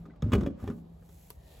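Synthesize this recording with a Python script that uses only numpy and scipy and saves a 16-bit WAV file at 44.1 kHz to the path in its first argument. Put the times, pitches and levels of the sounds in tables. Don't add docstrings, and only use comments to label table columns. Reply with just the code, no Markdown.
import sys
import numpy as np
from scipy import signal
from scipy.fft import rfft, irfft
from scipy.io import wavfile

SR = 44100
rng = np.random.default_rng(int(sys.argv[2]) if len(sys.argv) > 2 else 0)


def generate_wav(sig):
    pcm = np.round(np.clip(np.atleast_2d(sig).T, -1, 1) * 32767).astype(np.int16)
    wavfile.write(sys.argv[1], SR, pcm)


N = 70560


def from_db(db):
    return 10 ** (np.asarray(db) / 20)


def seconds():
    return np.arange(N) / SR


def level(curve):
    return from_db(np.interp(seconds(), *np.transpose(curve)))


def at_hz(points, hz):
    point_hz, db = np.transpose(points)
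    return from_db(np.interp(np.log(hz + 1), np.log(point_hz), db))


# frequency in Hz, side level against mid in dB.
WIDTH = [(60, -20.5), (200, -17.5), (700, -6.5), (1300, -12), (4000, -5.5), (8000, -16), (16000, -23)]

def noise(colour, grain_db=0, wider_db=0):
    hz = np.fft.rfftfreq(N, 1 / SR)
    clumps = np.interp(seconds(), np.arange(2000) / 1000, rng.standard_normal(2000))
    grains = rng.standard_normal((2, N)) * from_db(grain_db * clumps)
    mid, side = rfft(grains) * at_hz(colour, hz)
    side = side * at_hz(WIDTH, hz) * from_db(wider_db)
    stereo = irfft(np.array([mid + side, mid - side]), N)
    return stereo / np.std(stereo)


def bursts(rows, attack, t60):
    t = np.arange(min(N, int(2 * t60 * SR))) / SR
    shape = np.minimum(t / attack, 1) * np.exp(-np.log(1000) * np.maximum(t - attack, 0) / t60)
    envelope = np.zeros(2 * N)
    for s, db in rows:
        start = max(int(s * SR), 0)
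        envelope[start:start + len(t)] += from_db(db) * shape
    return envelope[:N]


def ring(times, gains, hz, t60):
    samples = np.clip(np.asarray(times) * SR, 0, N - 1).astype(int)
    strikes = np.bincount(samples, gains, N)
    decay, angle = from_db(-60 / (t60 * SR)), 2 * np.pi * hz / SR
    feedback = [1, -2 * decay * np.cos(angle), decay * decay]
    return signal.lfilter([0, decay * np.sin(angle)], feedback, strikes + 1e-18)


def struck(rows, modes):
    starts, db = np.transpose(rows)
    return sum((-1) ** k * ring(starts, from_db(db + mode_db), hz, t60)
               for k, (hz, mode_db, t60) in enumerate(modes))


def soften(blow, contact_s):
    pole = np.exp(-4 / (contact_s * SR))
    return signal.lfilter([(1 - pole) ** 2], [1, -2 * pole, pole * pole], blow + 1e-18)


# frequency in Hz, relative level in dB.
RUMBLE_COLOUR = [(15, -42), (32, -33), (45, 2.5), (58, 3), (80, -1.5), (120, -5.5), (200, -14.5),
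                 (400, -29), (2000, -82)]
AIR_COLOUR = [(100, -7), (200, -13), (300, -3.5), (450, -2.5), (800, -2), (1200, -17.5), (2500, -32),
              (6000, -48), (16000, -54)]

def outdoors():
    return from_db(-55) * noise(RUMBLE_COLOUR) + from_db(-66) * noise(AIR_COLOUR, wider_db=9.5)


# frequency in Hz, relative level in dB.
WOODS_COLOUR = [(50, -3), (200, -0.5), (600, 1.5), (2000, -10), (6000, -5.5), (16000, -15)]

def woods(sound):
    tail = noise(WOODS_COLOUR, wider_db=10) * bursts([(0.0011, 0)], attack=0.0092, t60=0.6)
    tail = tail / np.sqrt(np.sum(tail ** 2) / 2)
    return from_db(-21) * signal.fftconvolve(sound, tail, axes=1)[:, :N]


# time in seconds, level in dB.
SLEEVE_RIDE = [(0, -77), (.05, -82.5), (.1, -107), (.56, -101), (.61, -67.5), (.68, -75), (.78, -73),
               (.84, -84), (.99, -79), (1.11, -65.5), (1.25, -63.5), (1.32, -63.5), (1.38, -75.5),
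               (1.53, -64.5), (1.6, -66.5)]
SHUFFLE_RIDE = [(1.35, -76), (1.44, -68), (1.52, -60.5), (1.6, -63)]
SCRAPE_RIDE = [(1.32, -105), (1.36, -83), (1.46, -76.5), (1.6, -79)]
# frequency in Hz, relative level in dB.
SLEEVE_COLOUR = [(500, -12), (2000, 0.5), (5000, -3.5), (7200, 4), (9000, -0.5), (12000, 6.5),
                 (16000, -1.5)]
SHUFFLE_COLOUR = [(200, -6.5), (600, 4), (1300, -14.5), (2600, -11.5), (4000, -10), (6000, -20),
                  (16000, -53)]
SCRAPE_COLOUR = [(1550, -43), (1780, 0), (1920, -2), (2200, -42)]

def handler():
    sleeves = level(SLEEVE_RIDE) * noise(SLEEVE_COLOUR, grain_db=2.5, wider_db=4)
    shuffle = level(SHUFFLE_RIDE) * noise(SHUFFLE_COLOUR, grain_db=2, wider_db=4)
    scrape = level(SCRAPE_RIDE) * noise(SCRAPE_COLOUR, grain_db=2)
    return sleeves + shuffle + scrape


# start in seconds, level in dB, pitch in Hz.
FOOTFALLS = [(0.936, -44, 62), (1.152, -44, 61), (1.362, -40, 63)]

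def footfalls():
    bumps = sum(ring([start], [from_db(db)], hz, t60=0.24) for start, db, hz in FOOTFALLS)
    return soften(bumps, contact_s=0.0021)


# pitch in Hz, relative level in dB, ring time in seconds.
CATCH_MODES = [(434, -9, 0.052), (972, -10, 0.049), (1170, -18, 0.072), (4230, -5, 0.0031),
               (6900, -5, 0.002), (11500, 8.5, 0.0042), (14900, 10, 0.002)]
# frequency in Hz, relative level in dB.
CATCH_COLOUR = [(1000, 0), (1600, -2.5), (4200, -5), (8000, -5), (12000, -1), (16000, -7)]

def catch():
    start_s, right_lag_s = 1.3036, 0.00003
    snap = struck([(start_s, -39)], CATCH_MODES)
    delay = np.exp(-2j * np.pi * np.fft.rfftfreq(N, 1 / SR) * right_lag_s)
    late_snap = irfft(rfft(snap) * delay, N)
    tail = bursts([(start_s, -47.5)], attack=0.00028, t60=0.047) * noise(CATCH_COLOUR, wider_db=8)
    return np.array([snap, late_snap]) + tail


# start in seconds, level in dB, pitch in Hz.
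CHINKS = [(0.055, -51.5, 1235), (0.1, -58.5, 1530), (0.107, -59, 2004), (0.138, -60.5, 1245),
          (0.4638, -48.5, 1783), (0.6, -52.5, 1220), (0.641, -45.5, 787), (0.6765, -46.5, 1774),
          (0.701, -50, 1404), (0.714, -49, 1220), (1.023, -64.5, 1630)]

def chinks():
    t60 = 0.056
    return sum(ring([start], [from_db(db)], hz, t60) + ring([start], [from_db(db - 13)], hz * 1.1, t60)
               for start, db, hz in CHINKS)


# start in seconds, level in dB.
HUMS = [(0.0, -43), (0.335, -46), (0.69, -44)]

def hum():
    hum_hz, partner_hz = 166.8, 175.3
    t60s = [0.89] + [1.98] * (len(HUMS) - 1)
    return sum(ring([start], [from_db(db)], hum_hz, t60)
               + ring([start], [from_db(db - 13)], partner_hz, t60)
               for (start, db), t60 in zip(HUMS, t60s))


# time in seconds, level in dB.
GRUMBLE_RIDE = [(0, -62), (.09, -52.5), (.13, -60), (.2, -62.5), (.45, -34.5), (.57, -80), (.7, -58.5),
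                (.86, -59), (1.1, -89)]
# frequency in Hz, relative level in dB.
GRUMBLE_COLOUR = [(120, -9.5), (230, 3), (280, 1), (410, -8.5), (600, -14.5), (1200, -27), (4000, -74)]

def grumble():
    return level(GRUMBLE_RIDE) * noise(GRUMBLE_COLOUR, wider_db=2.5)


# start in seconds, level in dB.
EDGE_TICKS = [(0.057, -67), (0.2226, -42.5), (0.324, -43), (0.409, -52), (0.4145, -57), (0.435, -54),
              (0.4622, -55.5), (0.466, -56), (0.641, -61), (0.676, -53), (0.702, -65), (1.091, -63)]
LIP_CLANKS = [(0.3258, -42.5), (0.3332, -36), (0.3505, -44.5), (0.4625, -50), (0.676, -57.5)]
# pitch in Hz, relative level in dB, ring time in seconds.
EDGE_MODES = [(1295, -5, 0.013), (1853, -4, 0.013), (3320, -2.5, 0.018), (3717, -2.5, 0.022),
              (5300, -8, 0.019), (6630, -2, 0.01)]
LIP_MODES = [(2348, -1.5, 0.077), (2502, -1, 0.049), (2750, -3, 0.041), (2940, -2.5, 0.07),
             (3320, -2, 0.08)]

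def clanks():
    return struck(EDGE_TICKS, EDGE_MODES) + struck(LIP_CLANKS, LIP_MODES)


# time in seconds, level in dB.
DRAG_RIDE = [(0, -72.5), (.11, -72), (.2, -78.5), (.25, -61.5), (.42, -56), (.55, -76), (.6, -59),
             (.72, -58), (.77, -87), (1.0, -77.5), (1.6, -106)]
# frequency in Hz, relative level in dB.
GRIT_COLOUR = [(200, -4.5), (550, 1.5), (800, -3.5), (1200, 1.5), (2000, -8.5), (3000, -14), (4100, -20),
               (6800, -22.5), (11000, -26.5), (16000, -28.5)]
# pitch in Hz, relative level in dB, ring time in seconds.
UPPER_MODES = [(596, -6.5, 0.25), (850, -2.5, 0.08), (1063, -17, 0.076), (1178, -10, 0.08),
               (1260, -4.5, 0.059), (1480, -16.5, 0.34), (1720, -14, 0.11)]

def grit(starts, levels_db):
    envelope = bursts(zip(starts, levels_db), attack=0.0008, t60=0.058)
    cracks = envelope * noise(GRIT_COLOUR, grain_db=2.5)
    grind = level(DRAG_RIDE) * noise(GRIT_COLOUR, grain_db=0.5)
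    crunch = cracks + grind
    plate_send = from_db(-4.5) * 2 * np.pi * 100 / SR
    plates = sum(ring([0], [plate_send * from_db(db)], hz, t60) for hz, db, t60 in UPPER_MODES)
    return crunch + signal.fftconvolve(crunch.mean(axis=0), plates)[:N]


# pitch in Hz, relative level in dB, ring time in seconds.
PLATE_MODES = [(201.6, -11, 0.32), (230.3, -12.5, 0.31), (263.3, -12, 0.13), (299.4, -20, 0.28),
               (332.8, -8.5, 0.24), (405, -7, 0.13), (435, -28, 0.32), (514, -14.5, 0.26),
               (561.8, -16.5, 0.18)]

def knocks(starts, levels_db, pitches):
    spread_octaves, plate_trim_db = 0.34, 0.5
    steel = sum(ring([start], [gain], hz, t60=0.11)
                for start, gain, hz in zip(starts, from_db(levels_db), pitches))
    for hz, mode_db, t60 in PLATE_MODES:
        nearness = 1 / np.hypot(1, np.log2(hz / pitches) / spread_octaves)
        steel += ring(starts, nearness * from_db(levels_db + mode_db + plate_trim_db), hz, t60)
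    return soften(steel, contact_s=0.0013)


# pitch in Hz, relative level in dB, ring time in seconds.
LOADER_MODES = [(62.7, -20.5, 0.36), (77.8, -12.5, 0.14), (117, -19.5, 0.13)]

def thuds(starts, levels_db, pitches):
    bumps = sum(ring([start], [gain], hz, t60=0.15)
                for start, gain, hz in zip(starts, from_db(levels_db), pitches))
    loader = sum(ring(starts, from_db(levels_db + mode_db), hz, t60) for hz, mode_db, t60 in LOADER_MODES)
    return soften(bumps + loader, contact_s=0.0033)


# start in seconds, thud level in dB, thud pitch in Hz,
# knock level in dB, knock pitch in Hz, crack level in dB.
BLOWS = [(0.059, -62, 128, -49, 403, -57.5), (0.159, -63, 116, -65, 206, -62),
         (0.2235, -59, 89, -35, 461, -45), (0.227, -18, 156, -29, 203.3, -66),
         (0.24, -17.5, 102, -31, 230, -55), (0.263, -24.5, 127, -28, 249.2, -85),
         (0.288, -25.5, 113, -35, 230, -92), (0.319, -29, 111, -27, 261, -36.5),
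         (0.331, -14.5, 109.7, -18, 237, -31.5), (0.335, -25, 76, -26, 416, -35.5),
         (0.342, -26.5, 72, -21, 218, -50), (0.351, -16.5, 77, -19.5, 395.6, -36.5),
         (0.381, -21, 70, -20.5, 209, -47), (0.409, -23.5, 135.4, -25.5, 279.6, -43.5),
         (0.432, -24, 61.6, -26.5, 273, -50), (0.462, -53, 152, -25, 558.4, -43.5),
         (0.472, -30.5, 178, -22, 276.6, -54), (0.503, -35, 77.6, -38.5, 332, -64.5),
         (0.626, -28, 102.6, -39.5, 206, -76), (0.640, -38, 80, -32.5, 251, -55),
         (0.6757, -30, 106.6, -32, 386, -45), (0.688, -47, 122, -30, 407, -74),
         (0.701, -37, 154, -27, 243.3, -51), (0.735, -48, 120, -38, 227, -76),
         (0.781, -39.5, 58, -52, 303, -66), (1.024, -53, 70, -55, 480, -65),
         (1.091, -62, 99, -55, 422, -64)]

def scene():
    starts, thud_db, thud_hz, knock_db, knock_hz, crack_db = np.transpose(BLOWS)
    low_cut = signal.butter(2, 59, "high", fs=SR, output="sos")
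    bumps = signal.sosfilt(low_cut, thuds(starts, thud_db, thud_hz) + footfalls())
    pan = from_db([[-0.06], [0.06]])
    body = (bumps + knocks(starts, knock_db, knock_hz) + hum()) * pan + grumble()
    hits = body + grit(starts, crack_db) + clanks() + chinks() + catch()
    bed = outdoors()
    return hits + woods(hits) + handler() + bed


# frequency in Hz, phase in half turns.
LEFT_PHASE = [(0, 0), (8200, 0), (8550, -1), (9500, -1), (9900, -2), (12600, -2), (13000, -3), (13900, -3),
              (14400, -4)]

def record(dry):
    low_cut_hz, top_cut_hz = 40, 15900
    trimmed = signal.sosfilt(signal.butter(3, low_cut_hz, "high", fs=SR, output="sos"), dry)
    hz = np.fft.rfftfreq(2 * N, 1 / SR)
    left, right = rfft(trimmed, 2 * N)
    half_turns = np.interp(hz, *np.transpose(LEFT_PHASE))
    left = left * np.exp(1j * np.pi * half_turns)
    top_cut = 1 / np.sqrt(1 + (hz / top_cut_hz) ** 160)
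    return irfft(np.array([left, right]) * top_cut)[:, :N]


dry = scene()
out = record(dry)
generate_wav(out)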